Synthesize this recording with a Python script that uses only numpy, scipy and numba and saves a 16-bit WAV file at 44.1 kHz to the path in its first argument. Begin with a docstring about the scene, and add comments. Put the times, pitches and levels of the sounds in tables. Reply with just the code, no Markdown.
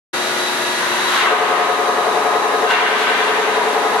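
"""Behind a sheet-metal shear, the hydraulic pump hums, whines and hisses throughout, and a valve sings.
The back gauge starts to travel: its lead screw whirrs and throbs at a tight spot once a turn,
and its carriage scrapes along the guides, where sliding friction excites the modes of the rail.
Reflections in the steel housing spread the sound; the recorder's gain ducks as the screw gets loud.
"""
import sys
import numpy as np
from scipy import signal
from scipy.fft import rfft, irfft
from scipy.io import wavfile
from scipy.ndimage import uniform_filter1d, map_coordinates
from numba import njit

SR = 44100
rng = np.random.default_rng(int(sys.argv[2]) if len(sys.argv) > 2 else 0)


def dump(signal):
    """Clip the signal to [-1, 1] and save it as 16-bit WAV at the path in sys.argv[1]."""
    limited = np.clip(np.atleast_2d(signal).T, -1, 1)
    pcm = np.round(limited * 32767).astype(np.int16)
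    wavfile.write(sys.argv[1], SR, pcm)


N = 176400
T = np.arange(N) / SR
FREQS = np.fft.rfftfreq(N, 1 / SR)


def lead_screw(turn_hz=10.663, tight_spot_s=2.27, upper_above_hz=600, flicker_db=1.63):
    """Harmonics of the turn rate interfere to swell at the tight spot; rolling noise throbs with them."""
    # screw tones: multiple (rounded to a harmonic), level_db, scatter_cycles, drift_db_per_s
    screw_tones = [(15, -53, 0.79, -1), (20, -45.5, 0.95, 4.5), (25, -42, 0.78, 1.5), (26, -41.5, 0.48, 1),
                   (38, -32, 0.97, 0.5), (40, -24, 0.13, 1.5), (41, -27.5, 0.14, 0.5),
                   (42, -27.5, 0.018, 1.5), (43, -29, 0.055, 1.5), (50, -30.5, 1, -2), (54, -44, 1, 7),
                   (54.8, -50, 1, -3), (67.34, -24, 0, -1.5), (67.95, -28, 0.04, -1.5),
                   (68.4, -35.5, 0.024, -1.5), (75, -41, 0.71, 8.5), (76.45, -29, 0.88, 1),
                   (86, -37, 0.85, 2.5), (92, -30, 0.43, 1), (94.95, -29.5, 1, 1), (99.2, -29.5, 0.76, -3),
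                   (104.6, -29, 0.91, -4), (112, -31.5, 0.7, -5), (116.2, -34, 0.25, -10.5),
                   (116.8, -32, 0.5, -1), (117.6, -26, 0.12, -2), (155.4, -39, 0.85, -1)]
    # level of the whole screw: time_s, level_db
    drive_level = [(0, -67), (1.1, -52), (1.22, -8), (1.32, 3), (1.45, 1), (1.8, -0.5), (2.35, 1),
                   (2.65, 2), (2.85, -0.5), (3.4, 1), (3.85, -0.5), (4, -1.5)]
    # further gain of the upper tones and rolling noise: time_s, gain_db
    upper_level = [(1.2, -3), (1.6, 0.5), (2.3, 1), (2.65, -1), (2.9, -0.5), (3.45, -3.5), (3.65, -1),
                   (4, 3)]
    # rolling noise of the nut: frequency_hz, density_db
    roll_spectrum = [(60, -46), (120, -29), (160, -19.5), (280, -8.5), (370, -9), (410, -5.5), (465, -7),
                     (500, -2), (560, 0), (720, -3.5), (850, -1.5), (1100, -2), (1280, -3), (1400, -9),
                     (1700, -8.5), (2400, -16.5), (4500, -33), (12000, -44)]
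    turns = turn_hz * (T - tight_spot_s) + 0.00092 * walk(7)  # slight slip
    upper_gain, tones = curve(upper_level), 0
    for multiple, db, scatter, drift in screw_tones:
        offset = scatter * rng.uniform(-0.51, 0.52)  # without scatter, crests meet at the tight spot
        tone = np.sqrt(2) * np.cos(2 * np.pi * (round(multiple) * turns + offset))
        gain = undb(db + drift * (T - tight_spot_s) + flicker_db * walk(5.5))
        tones += tone * gain * (upper_gain if multiple * turn_hz > upper_above_hz else 1)
    throb = 1 + 0.11 * np.cos(2 * np.pi * (turns + 0.015 * turn_hz))  # peaks 15 ms before the tight spot
    roll = undb(-17.5) * colour(rotor_noise(turns, turn_hz, repeat_share=0.44), roll_spectrum)
    return curve(drive_level) * (tones + upper_gain * throb * roll)


def carriage():
    """Sliding friction excites the rail's modes and rasps where the carriage bites; brief tones ring."""
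    # level of the scrape: time_s, level_db
    scrape_level = [(0, -55), (.55, -44), (.8, -28.5), (1.08, -25.5), (1.16, -19), (1.25, -15),
                    (1.36, -17.5), (1.6, -20.5), (2, -33.5), (2.66, -30), (2.715, -10), (2.78, -12),
                    (2.95, -14.5), (3.22, -14.5), (3.5, -20.5), (4, -28.5)]
    # spectrum of the scrape: frequency_hz, density_db
    scrape_spectrum = [(100, -42), (500, -20), (950, 5.5), (1550, 1), (2100, 0), (2500, -4), (3300, -6),
                       (4300, -14), (5500, -24), (8000, -30), (12000, -41)]
    # guide rail modes, relative to the scrape: pitch_hz, level_db
    rail_modes = [(1545, -7.5), (1670, -16), (1820, -12.5), (2065, -17), (2380, -18.5), (2770, -18),
                  (2900, -20), (3480, -23)]
    # ringing as the screw runs up and the carriage slides: peak_s, pitch_hz, level_db, half_width_s
    brief_tones = [(0.974, 1026, -26.5, 0.16), (1.186, 1308, -24, 0.083), (1.3, 1095, -23, 0.18),
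                   (1.55, 1120, -28, 0.073), (2.712, 1550, -18, .035), (2.737, 2750, -20.5, 0.052),
                   (3.62, 977, -20, 0.068)]
    # rasps: peak_s, level_db, half_width_s
    bites = [(1.17, -27, 0.097), (2.715, -21.5, .02), (3.01, -24, 0.038), (3.202, -30, 0.17)]
    # spectrum of the rasps: frequency_hz, density_db
    rasp_spectrum = [(500, -28), (2000, -6), (3400, 6), (4200, 2), (5000, -3), (6300, -6.5), (8000, -11.5),
                     (12000, -14.5)]
    rail = sum(undb(db) * resonance(hz, width_hz=29) for hz, db in rail_modes)
    scrape = curve(scrape_level) * (colour(friction_noise(), scrape_spectrum) + rail)
    ringing = sum(swell(at, db, span) * resonance(hz, width_hz=56) for at, hz, db, span in brief_tones)
    rasps = sum(swell(*bite) for bite in bites) * colour(friction_noise(), rasp_spectrum)
    return scrape + ringing + rasps


def pump(pulse_hz=119.57, wander=0.00038, flicker_db=1.5):
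    """Pressure pulsation makes a harmonic hum and modulates the oil hiss; motor and valves whine."""
    # hum: harmonic, level_db
    hum_tones = [(1, -53), (2, -39.5), (3, -34), (4, -35), (6, -45.5), (7, -39.5), (8, -34), (10, -37),
                 (12, -35), (14, -35.5)]
    # whines of motor and valves: pitch_hz, level_db
    whine_tones = [(661, -40.5), (1109, -42.5), (1287, -37.5), (1475, -46.5), (1757, -48.5), (1960, -37),
                   (2654, -44.5), (2778, -53), (3731, -42), (3881, -41.5), (4043, -46), (4393, -48),
                   (4527, -45), (5986, -50), (6202, -47.5), (6422, -56), (6465, -55), (7617, -53.5)]
    # oil hiss: frequency_hz, density_db
    hiss_spectrum = [(30, -40), (58, -46), (100, -22.5), (160, -14), (250, -10.5), (330, -7), (420, -5.5),
                     (600, -4), (1000, -5.5), (1700, -6), (2400, -11.5), (4000, -13), (5000, -18),
                     (6300, -19.5), (8300, -24.5), (10200, -21), (12000, -25.5)]
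    cycles = np.cumsum(pulse_hz * (1 + wander * walk(6))) / SR

    def tone(multiple, db):
        """A flickering sinusoid that tracks the pulsation rate."""
        amplitude = np.sqrt(2) * undb(db + flicker_db * walk(6.5))
        return amplitude * np.sin(2 * np.pi * (multiple * cycles + rng.random()))

    hum = sum(tone(round(harmonic), db) for harmonic, db in hum_tones)
    whines = sum(tone(hz / pulse_hz, db) for hz, db in whine_tones)
    oil = rotor_noise(cycles / 4, pulse_hz / 4, repeat_share=0.2)  # four pulses per shaft turn
    pulsation = 1 + 0.036 * np.cos(2 * np.pi * cycles)
    hiss = undb(-22.5) * colour(oil * pulsation, hiss_spectrum)
    return hum + whines + hiss


def valve(pitch_hz=3907, flicker_db=0.5):
    """A narrow resonance driven by noise makes the valve sing."""
    # level of the singing: time_s, level_db
    valve_level = [(.15, -35.5), (.35, -39), (.46, -33.5), (.62, -34), (.75, -42), (.92, -35.5),
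                   (1.08, -33.5), (1.25, -33.5), (1.5, -47), (1.7, -34), (2.7, -36), (4, -38.5)]
    return curve(valve_level) * undb(flicker_db * walk(8)) * resonance(pitch_hz, width_hz=143)


def housing(x, decay_s=0.055):
    """Reflections off steel panels decorrelate the treble; level and phase cues set the bass left."""
    # stereo field: frequency_hz, left_over_right_db, reflected_over_direct_db, left_lead_rad
    field = [(60, 3.5, -4, 0), (250, 6, -13.5, 0.14), (500, 4.5, -11, 0.44), (1010, 4, -6.5, 0.19),
             (2050, 1.2, -.5, 0.27), (4050, 2, -0.5, 0.25), (8100, 0.2, 2.5, 0.037), (12000, 0, 1.5, 0.023)]
    direct = rfft(x)
    echoes = rfft(rng.standard_normal(N) * np.exp(-T / decay_s))
    reflected = direct * echoes / np.abs(echoes) * undb(over_frequency(field, column=2))
    lean = undb(over_frequency(field, column=1))
    half_lead = np.exp(0.5j * over_frequency(field, column=3))
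    left = (direct + reflected) * lean * half_lead
    right = (direct - reflected) / half_lead
    return irfft(np.array([left, right]) * 2 / (1 + lean), N)


def rotor_noise(turns, turn_hz, repeat_share):
    """Rotation makes noise partly periodic: the surface's share repeats each turn, the rest is fresh."""
    fresh, surface = rng.standard_normal((2, N))
    period = int(SR / turn_hz)
    repeating = map_coordinates(surface[:period], [turns % 1 * period], order=3, mode="grid-wrap")
    return np.sqrt(repeat_share) * repeating + np.sqrt(1 - repeat_share) * fresh


def friction_noise(grain_db=1):
    """Fast random amplitude modulation gives white noise the grain of sliding steel."""
    return rng.standard_normal(N) * undb(grain_db * walk(270))


def resonance(hz, width_hz):
    """Response of one steep resonance to white noise; rms 1."""
    response = 1 / (1 + (2 * (FREQS - hz) / width_hz) ** 2)
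    return unit(irfft(rfft(rng.standard_normal(N)) * response, N))


def walk(rate_hz):
    """Smooth random fluctuation from low-passed noise; mean 0, rms 1."""
    low_pass = np.exp(-(FREQS / rate_hz) ** 2) * (FREQS > 0)
    return unit(irfft(rfft(rng.standard_normal(N)) * low_pass, N))


def colour(x, spectrum):
    """Filter by a spectral envelope; rms 1."""
    return unit(irfft(rfft(x) * undb(over_frequency(spectrum)), N))


def over_frequency(points, column=1):
    """Interpolate one column of a table over log frequency."""
    table = np.array(points, float)
    return np.interp(np.log(FREQS + 1), np.log(table[:, 0]), table[:, column])


def swell(peak_s, db, half_width_s):
    """Gaussian amplitude envelope."""
    return undb(db) * np.exp(-((T - peak_s) / half_width_s) ** 2)


def curve(points):
    """Amplitude envelope through points of time_s, level_db."""
    return undb(np.interp(T, *np.array(points, float).T))


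def undb(db):
    """Decibels to amplitude ratio."""
    return 10 ** (np.asarray(db) / 20)


def unit(x):
    """Normalise to rms 1."""
    return x / np.std(x)


@njit
def follow(x, rise, fall):
    """One-pole envelope follower with separate attack and release."""
    out, level = np.empty(len(x)), x[0]
    for i in range(len(x)):
        level += (x[i] - level) * (rise if x[i] > level else fall)
        out[i] = level
    return out


def scene():
    """The sources superpose inside the steel housing."""
    return housing(pump() + valve() + lead_screw() + carriage())


def record(dry):
    """Dynamic compression: the recorder ducks loud sound; it also fades in and cuts the top treble."""
    threshold_db, ratio, attack_s, release_s = -15.5, 6.5, 0.019, 0.22
    start_s, fade_s, cutoff_hz = 0.1298, 0.011, 12200
    rms = np.sqrt(uniform_filter1d(np.mean(dry ** 2, axis=0), size=441) + 1e-12)
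    envelope = follow(rms, 1 / (attack_s * SR), 1 / (release_s * SR))
    gain = np.minimum(1, undb(threshold_db) / envelope) ** (1 - 1 / ratio)
    fade_in = np.clip((T - start_s) / fade_s, 0, 1)
    low_pass = signal.ellip(8, 0.2, 80, cutoff_hz, fs=SR, output="sos")
    return signal.sosfilt(low_pass, dry * gain * fade_in)


dry = scene()
out = record(dry)
dump(out)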